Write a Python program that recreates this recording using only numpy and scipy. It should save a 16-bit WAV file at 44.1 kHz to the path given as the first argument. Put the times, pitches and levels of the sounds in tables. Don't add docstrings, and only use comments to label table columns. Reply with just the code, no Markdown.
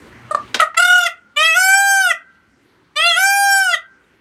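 import sys
import numpy as np
from scipy import signal
from scipy.io import wavfile

SR = 44100
rng = np.random.default_rng(int(sys.argv[2]) if len(sys.argv) > 2 else 0)


def store_pcm(level_fs):
    pcm = np.round(np.clip(level_fs, -1, 1) * 32767).astype(np.int16)
    wavfile.write(sys.argv[1], SR, np.atleast_2d(pcm).T)


def magnitude_from_level(level_db):
    exponent = np.asarray(level_db, float) / 20
    return 10 ** exponent


N = 185440

# start t/s, end t/s
CALL_TIMES = [
    (0.765, 1.085),
    (1.36, 2.13),
    (2.955, 3.76),
]


def at_hz(points, hz):
    f, level_db = np.transpose(points)
    return np.interp(np.log(hz), np.log(f), level_db)


def band(x, low_hz, high_hz):
    edges_hz = [low_hz, min(high_hz, .45 * SR)]
    return signal.sosfilt(signal.butter(2, edges_hz, "band", fs=SR, output="sos"), x)


def rms_one(x):
    return x / np.sqrt(np.mean(x ** 2) + 1e-20)


def drift(rate_hz, size, count=1):
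    r = np.exp(-64 * np.pi * rate_hz / SR)
    coarse = rng.standard_normal((count, size // 32 + 402))
    slow = signal.lfilter([1], [1, -2 * r, r * r], coarse)[:, 400:]
    slow *= np.sqrt((1 - r * r) ** 3 / (1 + r * r))
    t = np.arange(size) / 32
    return np.squeeze([np.interp(t, np.arange(len(v)), v) for v in slow])


def ramp(t, start, length):
    return np.clip((t - start) / length, 0, 1)


def dying(t, t60):
    return np.exp(-np.log(1000) * t / np.clip(t60, .005, 1.8))


def recorder_gain_db():
    quiet_db, loud_db, duck_db, duck_time_s = -47.5, -61, -5, .3
    t = np.arange(N) / SR
    busy = sum((t > start) & (t < end) for start, end in CALL_TIMES)
    r = np.exp(-1 / (duck_time_s * SR))
    ducking = duck_db * signal.lfilter([1 - r], [1, -r], busy)
    return quiet_db + (loud_db - quiet_db) * ramp(t, start=.5, length=0.23) + ducking


def hum():
    # f/Hz, level/dB per Hz
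    spectrum = [(18, -62.5), (30, -32), (59, -7.5), (92, -11), (320, -8), (698, -21), (953, -15),
                (1300, -18), (1560, -13.5), (2920, -24), (4200, -29), (7240, -35.5), (15000, -50)]
    # f/Hz, width/Hz, level over the hum/dB, fading time/s
    motor = [
        (62, 12, -2.5, 30.),
        (120, 7.2, 12, 0.85),
    ]
    out = 0
    edges = 25 * 2 ** np.arange(0, 9.6, .5)
    white = rng.standard_normal((2, N))
    for k, (low, high) in enumerate(zip(edges, edges[1:])):
        level_db = at_hz(spectrum, np.sqrt(low * high)) + 2.4 * drift(5, size=N)
        out = out + magnitude_from_level(level_db) * band(white[k % 2], low, high)
    for hz, width_hz, over_db, fading_s in motor:
        fade = np.exp(-np.arange(N) / SR / fading_s)
        tone = band(rng.standard_normal(N), hz - width_hz / 2, hz + width_hz / 2)
        out = out + magnitude_from_level(at_hz(spectrum, hz) + over_db) * fade * tone
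    out = band(out, 48, 17000)
    return magnitude_from_level(recorder_gain_db() + 5.0) * rms_one(out)


def clucks():
    # t/s, length/s, f/Hz, second partial level/dB, third partial level/dB
    puffs = [
        (.309, 0.019, 614, -14.5, -31.5),
        (0.347, 0.0084, 592, -5, -22.5),
        (0.354, 0.01, 623, -21.5, -38),
        (0.598, 0.013, 667, -4, -12),
        (0.614, 0.0068, 690, -7, -18),
        (0.619, 0.023, 633.3, -6.5, -12.5),
    ]
    # f/Hz, level re second partial/dB
    overtones = [(2400, -31), (3200, -39.5), (4200, -29.5), (5500, -44), (8000, -34.5), (11000, -50),
                 (15000, -62)]
    out = np.zeros(N)
    for s, length, hz, second_db, third_db in puffs:
        first_db = -17 + 0.18 * second_db
        u = np.arange(int(1.1 * length * SR)) / SR / length
        phase = 2 * np.pi * np.cumsum(hz * (1 - 0.014 * u)) / SR
        k = np.arange(4, 24)[:, None]
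        hoarse = 1.8 * drift(140, size=len(u), count=len(k))
        top = magnitude_from_level(second_db + at_hz(overtones, k * hz)) * np.sin(k * phase + hoarse)
        low = magnitude_from_level(first_db) * np.sin(phase)
        low += magnitude_from_level(second_db) * np.sin(2 * phase)
        low += magnitude_from_level(third_db) * np.sin(3 * phase)
        puff = np.clip(u / 0.15, 0, 1) * np.clip((1.5 - u) / 1.1, 0, 1)
        puff *= np.clip((u[-1] - u) / .18, 0, 1)
        out[round(s * SR):][:len(u)] += puff * (low + top.sum(axis=0))
    return out


def knocks():
    # t/s, peak level/dB, centre f/Hz, width/octaves, t60/s
    impacts = [
        (0.309, -34, 8350, 0.35, 0.066),
        (0.345, -33.5, 6500, 1.1, 0.013),
        (.475, -40.5, 3080, 0.64, 0.04),
        (.543, -8, 2190, 1.96, 0.061),
        (0.546, -20, 460, 2.6, 0.14),
        (0.592, -20, 3720, 0.77, 0.041),
        (.600, -11.5, 2805, 0.52, 0.056),
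        (.601, -21, 7760, 0.8, 0.09),
        (0.744, -24.5, 1410, 1.34, 0.053),
    ]
    out = np.zeros(N)
    t = np.arange(4000) / SR
    for s, peak_db, hz, width, t60 in impacts:
        half_width = 2 ** (width / 2)
        crack = rms_one(band(rng.standard_normal(len(t)), hz / half_width, hz * half_width))
        envelope = dying(t, t60) * np.minimum(t / 0.0027, 1)
        out[round(s * SR):][:len(t)] += magnitude_from_level(peak_db - 1) * envelope * crack
    return out


def glide(t, rows):
    s, v = np.transpose(rows)
    step = np.diff(v) / np.diff(s)
    a, b = np.r_[step[0], step], np.r_[step, step[-1]]
    slope = np.where(a * b > 0, 2 * a * b / (a + b + 1e-9), 0)
    i = np.clip(np.searchsorted(s, t) - 1, 0, len(s) - 2)
    h = s[i + 1] - s[i]
    u = np.clip((t - s[i]) / h, 0, 1)
    bend = (slope[i] - step[i]) * (1 - u) - (slope[i + 1] - step[i]) * u
    return v[i] + h * (step[i] * u + u * (1 - u) * bend)


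def share(level_db, colour_db):
    height = magnitude_from_level(colour_db)
    return height * magnitude_from_level(level_db) / np.sqrt(np.sum(height ** 2, axis=0))


def call(span, pitch, effort, warble):
    # f/Hz, level/dB
    first_colour = [(580, -30.5), (630, -24.5), (652, -37), (690, -21.5), (735, -27), (760, -24),
                    (790, -17.5), (810, -19)]
    second_colour = [(1160, -23), (1265, -18), (1305, -25), (1375, -18), (1455, -10), (1515, -18),
                     (1565, -12), (1600, -20)]
    third_colour = [(1750, -28.5), (1900, -20), (2010, -18.5), (2090, -29), (2190, -29), (2300, -22.5),
                    (2400, -23)]
    # f/Hz, level/dB
    beak = [(2300, -31.5), (3200, -13), (4000, -19.5), (4800, -1), (5600, 0), (6500, -5), (8000, -1.5),
            (9500, -5.5), (12000, -10), (13600, -14.5), (15300, -24)]
    # f/Hz, level/dB
    resonance = [(2200, 17), (2700, -1.5), (3300, -0.5), (3700, -12), (4200, -24), (15500, -81)]
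    t = np.arange(round(span[0] * SR), round(span[1] * SR)) / SR
    size, age, end = len(t), t - t[0], t[-1]
    s, level, opening = np.transpose(effort)
    opening = np.interp(t, s, opening)
    level = np.interp(t, s, level)
    level += -19.5 * (1 - ramp(t, t[0], .012))
    level += -9.5 * ramp(t, end - 0.014, 0.014)
    bright = level + -32 + (-20.5 + 32) * opening
    throat = 19.5 + (-22 - 19.5) * opening

    rate_hz, swing_hz, swing_db = warble
    settling = np.exp(-age / 0.046)
    flutter = np.sin(2 * np.pi * rate_hz * age - 1.7 + 0.24 * drift(7.9, size=size))
    flutter *= 1 + 1.4 * settling
    path = glide(t, pitch) - 62.7 * ramp(t, end - .022, .022)
    hz = path + swing_hz * flutter
    phase = 2 * np.pi * np.cumsum(hz) / SR

    first = level + at_hz(first_colour, path)
    second = level + at_hz(second_colour, 2 * path)
    second += 6 * swing_db * settling
    third = level + at_hz(third_colour, 3 * path)
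    third += -10 * ramp(age / (end - t[0]), 0.51, 0.1)
    third += (21.4 - 4 * swing_db) * np.exp(-((end - .017 - t) / 0.017) ** 2)
    low = magnitude_from_level(first) * np.sin(phase) + magnitude_from_level(second) * np.sin(2 * phase) + magnitude_from_level(third) * np.sin(3 * phase)

    k = np.arange(4, 27)[:, None]
    sway = 4.5 * drift(8.6, size=size, count=len(k))
    sway += 5 * (1 - opening) ** 2 * drift(28, size=size, count=len(k))
    shape = share(bright, at_hz(beak, k * hz) + sway)
    shape += share(bright + throat, at_hz(resonance, k * hz) + 1.1 * sway)
    shape *= magnitude_from_level(1.1 * swing_db * flutter) * (k * hz < 15300)
    top = np.sum(shape * np.sin(k * phase + rng.uniform(0, 0.98, k.shape)), axis=0)
    strain_db = 9 * np.tanh(np.abs(np.gradient(path)) * SR / 1200)
    rasp = rms_one(band(rng.standard_normal(size), 40, 750))
    top *= 1 + magnitude_from_level(-33.5 + strain_db + 9 * swing_db) * rasp

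    voiced = np.sqrt(2) * (low + top)
    half_lines = band(np.sin(phase / 2) * voiced, 1700, 9000)
    uneven = magnitude_from_level(-40 + 1.3 * drift(18, size=size)) * half_lines
    breath = magnitude_from_level(-46) * rms_one(band(rng.standard_normal(size), 55, 390)) * voiced
    edge = np.clip(np.minimum(age, end - t) / 0.0035, 0, 1)
    return (voiced + uneven + breath) * magnitude_from_level(swing_db * flutter) * edge


def calls():
    # t/s, f/Hz
    pitches = [
        [(0.765, 695), (0.777, 652.4), (0.795, 697.4), (0.875, 717.2), (0.949, 722), (1.085, 678)],
        [(1.36, 573.7), (1.426, 633.3), (1.472, 655), (1.53, 644.6), (1.577, 730.3), (1.69, 768), (1.83, 794.6),
         (1.99, 777.2), (2.13, 648.6)],
        [(2.955, 572), (3.043, 675), (3.081, 695.2), (3.146, 649.4), (3.192, 747), (3.283, 790.1),
         (3.39, 800.2), (3.6, 777.5), (3.76, 649.5)],
    ]
    # t/s, level/dB, beak opening/0-1
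    efforts = [
        [(0.775, 3.5, 0.4), (0.813, -1.5, .35), (0.895, -1, 0.3), (1.04, -2.5, .35), (1.085, -1.5, .2)],
        [(1.374, -0.6, 0.06), (1.464, 2, 0.12), (1.542, -3, .1), (1.574, 0.5, 0.7), (1.65, 1.36, .9),
         (1.92, 0.2, .85), (2.056, -1.5, .45), (2.13, -2.5, .2)],
        [(2.969, -3.5, 0.11), (3.06, 0, 0), (3.149, -3, .08), (3.185, -0.5, 0.52), (3.245, -0.94, .95),
         (3.52, 1.24, .95), (3.675, -3.5, .45), (3.76, -3, 0.1)],
    ]
    # rate f/Hz, pitch swing/Hz, level swing/dB
    warbles = [
        (38.68, 11, 1.5),
        (30, 0.29, 0.19),
        (29.99, 0.45, 0.15),
    ]
    out = np.zeros(N)
    for span, pitch, effort, warble in zip(CALL_TIMES, pitches, efforts, warbles):
        sound = call(span, pitch, effort, warble)
        out[round(span[0] * SR):][:len(sound)] += sound
    return out


def finch():
    start_s, length_s, start_hz, end_hz, level_db = 4.035, .018, 3951, 3549.5, -61
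    out = np.zeros(N)
    size = int(length_s * SR)
    phase = 2 * np.pi * np.cumsum(np.linspace(start_hz, end_hz, size)) / SR
    out[round(start_s * SR):][:size] = magnitude_from_level(level_db) * np.hanning(size) * np.sin(phase)
    return out


def echoes(db, start, t60, low_hz, high_hz):
    t = np.arange(2 * SR) / SR
    tail = band(rng.standard_normal(len(t)), low_hz, high_hz) * dying(t, t60) * (t > start)
    direct = np.sum(band(1. * (t == 0), low_hz, high_hz) ** 2)
    return magnitude_from_level(db) * tail * np.sqrt(direct / np.sum(tail ** 2))


def scene():
    roof = echoes(db=-9, start=0.02, t60=0.2, low_hz=501.5, high_hz=2250)
    mesh = echoes(db=-5, start=-0.0059, t60=0.1284, low_hz=2300, high_hz=15001.5)
    yard = echoes(db=-32, start=0.05, t60=1.2, low_hz=1329.5, high_hz=1750)
    response = roof + mesh
    response[0] += 1
    wall = 1. * (np.arange(len(response)) == int(0.11 * SR))
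    response += magnitude_from_level(-36) * band(wall, 500, 3000)
    bird = calls() + clucks() + knocks()
    near = signal.fftconvolve(bird, response)[:N]
    stirred = bird * drift(30, size=N)
    far = signal.fftconvolve(stirred, yard)[:N]
    return (near + far + finch() + hum())[None]


def band_limit(x):
    return signal.sosfilt(signal.butter(12, 16390, fs=SR, output="sos"), x)


def record(dry):
    mix = np.clip(dry, -1, 1)
    return band_limit(mix)


dry = scene()
out = record(dry)
store_pcm(out)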